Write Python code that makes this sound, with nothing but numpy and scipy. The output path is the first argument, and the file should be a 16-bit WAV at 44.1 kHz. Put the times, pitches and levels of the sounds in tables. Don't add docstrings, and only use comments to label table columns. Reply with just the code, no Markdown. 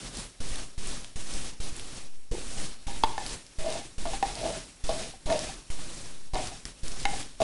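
import sys
import numpy as np
from scipy import signal
from scipy.io import wavfile
from scipy.ndimage import uniform_filter1d

SR = 44100
rng = np.random.default_rng(int(sys.argv[2]) if len(sys.argv) > 2 else 0)


def magnitude_from_level(level_db):
    exponent = np.asarray(level_db, float) / 20
    return 10 ** exponent


def unload_audio(sound):
    columns = np.transpose(np.atleast_2d(sound))
    steps = np.round(np.clip(columns, -1, 1) * 32767)
    wavfile.write(sys.argv[1], SR, steps.astype(np.int16))


N = 327663

# start_s, peak_db, cavity_hz, brightness_db, favoured_upper_mode_hz
KNOCKS = [(3.036, -4.5, 888, -14.5, 3400), (3.043, -19, 910, -5, 3500), (3.179, -17.5, 842, -12.5, 1760),
          (4.054, -24.5, 694, -16, 1415), (4.134, -27.5, 782, -13, 2230), (4.226, -11.5, 792, -11.5, 1930),
          (4.502, -22.5, 590, -17, 2230), (4.892, -18.5, 662, -31, 3050), (5.3, -20, 654, -9, 1800),
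          (5.325, -30, 600, -1, 4000), (6.354, -25, 635, -3, 2230), (7.053, -15.5, 813, -0.5, 2160),
          (7.417, -14, 662, -18, 2720)]
# pitch_hz, level_db, t60_s
LOW_MODES = [(378, -28.5, 0.061), (428, 13, 0.015), (500, 0, .06), (600, -8, 0.11), (630, -6.5, 0.15),
             (662, -13, 0.04), (670, -9, 0.027), (767, -12.5, 0.041), (800, -1.5, 0.059),
             (878, -1.5, 0.042), (933, 5, 0.05), (1110, -3, 0.12), (1185, -12, 0.031)]
# pitch_hz, level_db, t60_s
HIGH_MODES = [(1415, -3, 0.025), (1760, 0, 0.026), (1890, -6, 0.03), (2120, -2.5, 0.036), (2290, -7, 0.02),
              (2570, 0, 0.02), (2820, -4, 0.018), (3080, -2, 0.018), (3350, -1, 0.018), (3700, 0, 0.02),
              (4000, -3, 0.018), (4750, -1, .016), (5400, -4, 0.014), (6500, -2, 0.016)]


def rms_one(x):
    return x / np.sqrt(np.mean(x ** 2) + 1e-20)


def drift(rate_hz):
    r = np.exp(-80 * np.pi * rate_hz / SR)
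    noise = rng.standard_normal(N // 40 + 2002)
    slow = signal.lfilter([1], [1, -2 * r, r * r], noise)[2000:]
    return np.interp(np.arange(N) / 40, np.arange(len(slow)), rms_one(slow))


def grains(per_s, spread_db):
    sizes = magnitude_from_level(spread_db * np.minimum(rng.exponential(1, N), 4)) * rng.choice([-1, 1], N)
    return rms_one(sizes * (rng.random(N) < per_s / SR))


def ring(clicks, hz, t60_s):
    r = magnitude_from_level(-60 / (t60_s * SR))
    w = 2 * np.pi * hz / SR
    return signal.lfilter([0, np.sin(w)], [1, -2 * r * np.cos(w), r * r], clicks + 1e-18)


def nearness(hz, centre_hz, octaves):
    return np.exp(-.5 * (np.log2(hz / centre_hz) / octaves) ** 2)


def add(out, s, sound):
    i = round(s * SR)
    out[i:i + len(sound)] += sound[:N - i]


def pan():
    # pitch_hz, level_db per Hz
    spectrum = [(18, -29), (30, 5.5), (69, -15), (131, -7.5), (200, -13.5), (311, -8), (379, -19),
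                (462, -16), (756, -20), (943, -20.5), (1430, -22), (4790, -20), (9790, -22), (10800, -17),
                (14000, -57.5), (22000, -120)]
    points = np.array(spectrum)
    out, edges_hz = 0, 26 * 2 ** np.arange(0, 9.1, .5)
    white, fizz = rng.standard_normal((2, N)), grains(1500, spread_db=5.5)
    together = drift(13.0)
    for k, (low, high) in enumerate(zip(edges_hz, edges_hz[1:])):
        hz = np.sqrt(low * high)
        source = white[k % 2] + 0.5 * min(hz / 3000, 1) * fizz
        band = signal.sosfilt(signal.butter(2, [low, high], "band", fs=SR, output="sos"), source)
        level_db = np.interp(np.log(hz), np.log(points[:, 0]), points[:, 1])
        out = out + band * magnitude_from_level(level_db + 1.12 * together + 1.1 * drift(16))
    return magnitude_from_level(-40.5) * rms_one(out)


def whine():
    # pitch_hz, level_db (rms)
    whine_tones = [(5561, -65), (10718, -65), (10927, -56)]
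    t = np.arange(N) / SR
    return sum(np.sqrt(2) * magnitude_from_level(db) * np.sin(2 * np.pi * hz * t) for hz, db in whine_tones)


def gate():
    openings = [-.05, .4032, .7785, 1.1585, 1.6021, 2.3132, 2.8687, 3.5859, 3.9812, 4.228, 4.839, 5.2589,
                5.702, 6.3345, 6.6537, 6.8331, 7.4022]
    # lifted_s, gain_db
    lifts = [(.19, 4), (.535, 2), (.882, 4), (1.355, 3), (1.9, -1.2), (2.61, 3.5), (3.27, 3), (3.716, 3.5),
             (4.135, 4), (4.26, 2.5), (4.91, 4.5), (5.322, 4), (6.0, -1.5), (6.376, 3.5), (6.656, 0),
             (7.15, 3.5), (7.41, 4)]
    # start_s, shut_s, gain_db just before the next opening
    closings = [(.2, 0.328, -15.5), (0.616, 0.712, -14), (0.945, 1.114, -17), (1.451, 1.567, -17),
                (1.986, 2.085, -20), (2.66, 2.782, -14), (3.342, 3.435, -12.5), (3.781, 3.902, -15),
                (4.15, 4.283, -3), (4.552, 4.733, -13), (5.032, 5.19, -13), (5.501, 5.626, -14),
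                (6.06, 6.214, -14.5), (6.462, 6.642, -18), (6.65, 6.732, -10.5), (7.215, 7.335, -11.5),
                (7.44, 7.6, -10)]
    open_db, sag_db, shut_db = 1.16, 0.1, -11
    lift_s, snap_s = 0.081, .0015
    duck_above_db, duck_db_per_db, duck_in_s, duck_out_s = -14, 0.26, 0.0093, 0.2
    t, gain_db = np.arange(N) / SR, np.zeros(N)
    next_open = openings[1:] + [9.]
    for opens, lift, closing, then in zip(openings, lifts, closings, next_open):
        lifted, top_db = lift
        closes, shut, last_db = closing
        sagged = max(lifted - lift_s, (opens + lifted) / 2)
        times = [opens, sagged, lifted, closes, shut, max(then, shut + .01)]
        shape = np.interp(t, times, [open_db, min(sag_db, top_db), top_db, top_db, shut_db, last_db])
        share = np.clip((t - opens) / snap_s + 1, 0, 1)
        gain_db = gain_db + share * (shape - gain_db)
    for s, peak_db, *_ in KNOCKS:
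        depth_db = duck_db_per_db * max(peak_db - duck_above_db, 0)
        times = [s, s + duck_in_s, s + duck_in_s + duck_out_s]
        gain_db = gain_db - np.interp(t, times, [0, depth_db, 0])
    return gain_db


def spits():
    # start_s, peak_db, pitch_hz
    droplets = [(0.17, -26, 4670), (0.5184, -30, 3090), (0.5571, -24.5, 3830), (0.8714, -25.5, 8700),
                (1.0449, -18, 3400), (1.3375, -23.5, 5550), (1.7642, -19, 9890), (1.7957, -21.5, 3400),
                (2.5833, -28, 5230), (3.263, -19.5, 4760), (3.2955, -27, 4330), (3.465, -21, 5100),
                (3.7024, -25.5, 4960), (3.7244, -25, 3920), (4.2756, -29, 3600), (4.3535, -22, 4950),
                (4.4742, -26, 4400), (4.868, -24, 4660), (4.8938, -25, 5180), (6.6535, -27, 2040),
                (5.3911, -18.5, 5500), (5.4415, -34, 4740), (6.3445, -22, 4530), (6.4717, -23, 5190),
                (6.653, -19.5, 5360), (6.8807, -21, 5460), (6.9175, -26, 5600), (7, -24.5, 4870),
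                (7.0294, -27, 4900), (7.2284, -27.5, 3330)]
    knock_cracks = [(s, db + bright_db + 2, 3500) for s, db, _, bright_db, _ in KNOCKS]
    rows = droplets + knock_cracks
    out, t = np.zeros(N), np.arange(SR // 100) / SR
    cracks = rng.standard_normal((len(rows), len(t)))
    for (s, peak_db, hz), crack in zip(rows, cracks):
        tone = np.sin(2 * np.pi * hz * t) * magnitude_from_level(-60 * t / .003)
        snap = np.diff(crack, n=2, prepend=[0, 0]) / 2 * magnitude_from_level(-60 * t / .005)
        add(out, s + .0006, magnitude_from_level(peak_db - 1.0) * (0.73 * tone + 0.76 * snap))
    return out


def offset():
    # on_s, jump (0-1), off_s, fall_s
    leaks = [(.4033, .06, .515, .012), (.7795, .06, .872, .015), (1.1587, .055, 1.342, .013),
             (1.6021, .07, 1.725, .006), (1.6021, .01, 1.95, .22), (2.314, .1, 2.325, .013),
             (2.33, .025, 2.575, .018), (2.8685, .055, 3.035, .01), (3.5859, .068, 3.625, .046),
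             (3.9813, .06, 4.055, .02), (4.8392, .065, 4.891, .013), (5.2585, .064, 5.272, .046),
             (5.7022, .07, 5.95, .33), (6.335, .105, 6.345, .014), (6.8331, .06, 7.039, .02)]
    creep_per_s, top, coupling_s = .4, .105, .1
    t, held = np.arange(N) / SR, np.zeros(N)
    for on, jump, off, fall in leaks:
        height = np.minimum(jump + creep_per_s * (np.clip(t, on, off) - on), top)
        times = [on - .001, on + 0.0022, off, off + fall]
        held = np.maximum(held, height * np.interp(t, times, [0, 1, 1, 0]))
    held = uniform_filter1d(held, size=60)
    r = np.exp(-1 / (coupling_s * SR))
    return signal.lfilter([1, -1], [1, -r], 1.08 * held)


def soup():
    # start_s, peak_db, pitch_hz
    glugs = [(2.314, -28, 450), (2.322, -26, 320), (2.329, -33, 480), (2.335, -28, 337), (2.344, -34, 382),
             (2.350, -43, 540), (2.351, -38, 850), (2.381, -25, 490), (2.385, -43, 353), (2.386, -55, 1260),
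             (2.407, -37.5, 500), (2.419, -43, 554), (2.569, -39, 766), (2.624, -43, 772)]
    out, t = np.zeros(N), np.arange(SR // 12) / SR
    for s, peak_db, hz in glugs:
        shape = (1 - np.exp(-t / 0.0015)) * magnitude_from_level(peak_db - 7.5 - 60 * t / 0.058)
        add(out, s, shape * np.sin(2 * np.pi * hz * (t + 1.1 * t * t)))
    return out * magnitude_from_level(6.5 * drift(106))


def strokes():
    # start_s, length_s, rub_db, fade_db, cavity_hz
    spoon_strokes = [(2.879, .09, -36.5, 17, 805), (3.057, .065, -42, -1, 920),
                     (3.118, 0.041, -40, 10, 880), (3.2, 0.044, -43, 6, 746), (3.59, 0.084, -39, 3, 595),
                     (3.656, 0.09, -30.5, 9.5, 635), (3.763, 0.069, -34, 11, 689),
                     (4.054, 0.052, -26.5, 20, 650), (4.12, 0.07, -41, 10, 775),
                     (4.257, 0.049, -36, 21, 740), (4.354, 0.051, -43, -6, 655), (4.44, 0.17, -27, 25, 647),
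                     (4.891, 0.059, -26, 20, 636), (4.983, 0.12, -48.5, -2, 660),
                     (5.259, 0.048, -34.5, -11, 673), (5.313, 0.11, -24, 25, 610),
                     (5.427, 0.1, -41, 20, 644), (6.336, 0.024, -30.5, -4, 750),
                     (6.362, 0.13, -30.5, 29, 722), (6.512, 0.059, -43, 10, 740),
                     (7.084, 0.036, -40, 20, 783), (7.132, 0.063, -41, 18, 746),
                     (7.403, .03, -26.5, 2, 638)]
    attack_s, release_s = .003, 0.038
    t, rub_db = np.arange(N) / SR, np.full(N, -80.)
    for s, length, level_db, fade_db, _ in spoon_strokes:
        times = [s - attack_s, s, s + length, s + length + release_s]
        stroke_db = np.interp(t, times, [-80, level_db, level_db - fade_db, -80])
        rub_db = np.maximum(rub_db, stroke_db)
    middles_s = [s + length / 2 for s, length, *_ in spoon_strokes]
    cavity_hz = np.interp(t, middles_s, [row[4] for row in spoon_strokes])
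    bright_db = np.minimum(1 - 0.8 * (rub_db + 48.5), 10.0)
    return rub_db, cavity_hz, bright_db


def scrape():
    rub_db, cavity_hz, bright_db = strokes()
    rub = grains(2500, spread_db=2.0) * magnitude_from_level(rub_db + 1.2 * drift(33))
    bright_rub = rub * magnitude_from_level(bright_db)
    low = sum(ring(rub * (0.21 + nearness(hz, cavity_hz, 0.16)), hz, t60) * magnitude_from_level(db)
              for hz, db, t60 in LOW_MODES)
    high = sum(ring(bright_rub, hz, t60) * magnitude_from_level(db) for hz, db, t60 in HIGH_MODES)
    turn = np.exp(2j * np.pi * np.cumsum(cavity_hz) / SR)
    cavity = np.real(turn * signal.lfilter([1], [1, -magnitude_from_level(-60 / (.1 * SR))], rub / turn))
    grit = signal.sosfilt(signal.butter(2, [1300, 5000], "band", fs=SR, output="sos"), bright_rub)
    return magnitude_from_level(-3.0) * grit + magnitude_from_level(-32.0) * cavity + magnitude_from_level(-35.5) * low + magnitude_from_level(-35.5) * high


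def knocks():
    # start_s, peak_db, cavity_hz
    slips = [(2.881, -37, 816), (4.254, -23, 800), (3.155, -43, 859), (3.611, -32, 600), (3.643, -19, 620),
             (3.66, -19, 663), (3.686, -24.5, 630), (3.753, -24, 662), (4.371, -30, 710),
             (4.413, -27.5, 630), (4.431, -19.5, 655), (4.455, -18.5, 625), (4.572, -32, 630),
             (4.996, -29.5, 648), (5.137, -28.5, 767), (5.265, -37, 686), (5.351, -18.5, 580),
             (5.492, -31.5, 770), (6.389, -24.5, 634), (6.438, -40, 640), (6.52, -32, 680),
             (7.086, -26, 810), (7.131, -25, 730), (7.138, -36, 827), (7.402, -12, 686), (4.913, -23, 664),
             (4.93, -23, 636), (4.958, -27, 665), (5.277, -24.5, 676), (5.314, -19.5, 601)]
    slip_bright_db, slip_upper_hz, slip_wall_db = -25, 4100, -7
    knock_contact_s, slip_contact_s = 0.00078, 0.0023
    thock_t60_s, thock_second_db = 0.056, -12.5
    rows = KNOCKS + [(*slip, slip_bright_db, slip_upper_hz) for slip in slips]
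    s, peak_db, cavity_hz, bright_db, upper_hz = np.transpose(rows)
    at = np.round(s * SR).astype(int)
    out, t = np.zeros(N), np.arange(SR // 16) / SR
    chance = rng.normal(0, 1, (len(at), len(LOW_MODES) + len(HIGH_MODES)))
    slipped = np.arange(len(rows)) >= len(KNOCKS)
    for row, contact_s in zip(rows, np.where(slipped, slip_contact_s, knock_contact_s)):
        start_s, level_db, hz = row[:3]
        swell = 1 - np.exp(-t / contact_s)
        tone = np.sin(2 * np.pi * hz * t)
        tone = tone + magnitude_from_level(thock_second_db) * np.sin(2 * np.pi * 1.17 * hz * t)
        add(out, start_s, swell * magnitude_from_level(level_db - 6.0 - 60 * t / thock_t60_s) * tone)
        push = np.sin(2 * np.pi * 290 * t)
        add(out, start_s, swell * magnitude_from_level(level_db - 15.0 - 60 * t / 0.021) * push)
    for k, (hz, level_db, t60) in enumerate(LOW_MODES + HIGH_MODES):
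        if k < len(LOW_MODES):
            strike_db = peak_db + slip_wall_db * slipped + level_db - 16.0 + 1.9 * chance[:, k]
            favour = 0.21 + nearness(hz, cavity_hz, 0.073)
        else:
            strike_db = peak_db + bright_db + level_db - 3.5 + 2.2 * chance[:, k]
            favour = 0.35 + nearness(hz, upper_hz, 0.051) + 0.47 * nearness(hz, 1.325 * upper_hz, 0.07)
        clicks = np.zeros(N)
        clicks[at] = magnitude_from_level(strike_db) * favour
        out += ring(clicks, hz, t60) * (-1) ** k
    return out


def kitchen(x):
    t = np.arange(SR // 4) / SR
    tail = rng.standard_normal(len(t)) * magnitude_from_level(-60 * t / 0.33) * (t > .004)
    tail = signal.lfilter([.4], [1, -.6], tail)
    return signal.fftconvolve(x, tail / np.sqrt(np.sum(tail ** 2)))[:N]


def scene():
    near = knocks() + scrape() + soup() + spits()
    return (magnitude_from_level(2) * (near + magnitude_from_level(-13.5) * kitchen(near)) + pan())[None]


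def top_cut(x):
    return signal.sosfilt(signal.butter(12, 12200, fs=SR, output="sos"), x)


def record(dry):
    gate_db = gate()
    leaked_whine = whine() * magnitude_from_level(.4 * gate_db)
    gated = dry * magnitude_from_level(gate_db) + leaked_whine + offset()
    cut = signal.sosfilt(signal.butter(14, 10680, fs=SR, output="sos"), gated)
    sparse = cut * (1 + (-1) ** np.arange(N))
    rebuilt = signal.sosfilt(signal.cheby2(14, 46, 11450, fs=SR, output="sos"), sparse)
    rebuilt = signal.sosfilt(signal.ellip(10, .2, 40, 11170, fs=SR, output="sos"), rebuilt)
    return top_cut(rebuilt)


dry = scene()
out = record(dry)
unload_audio(out)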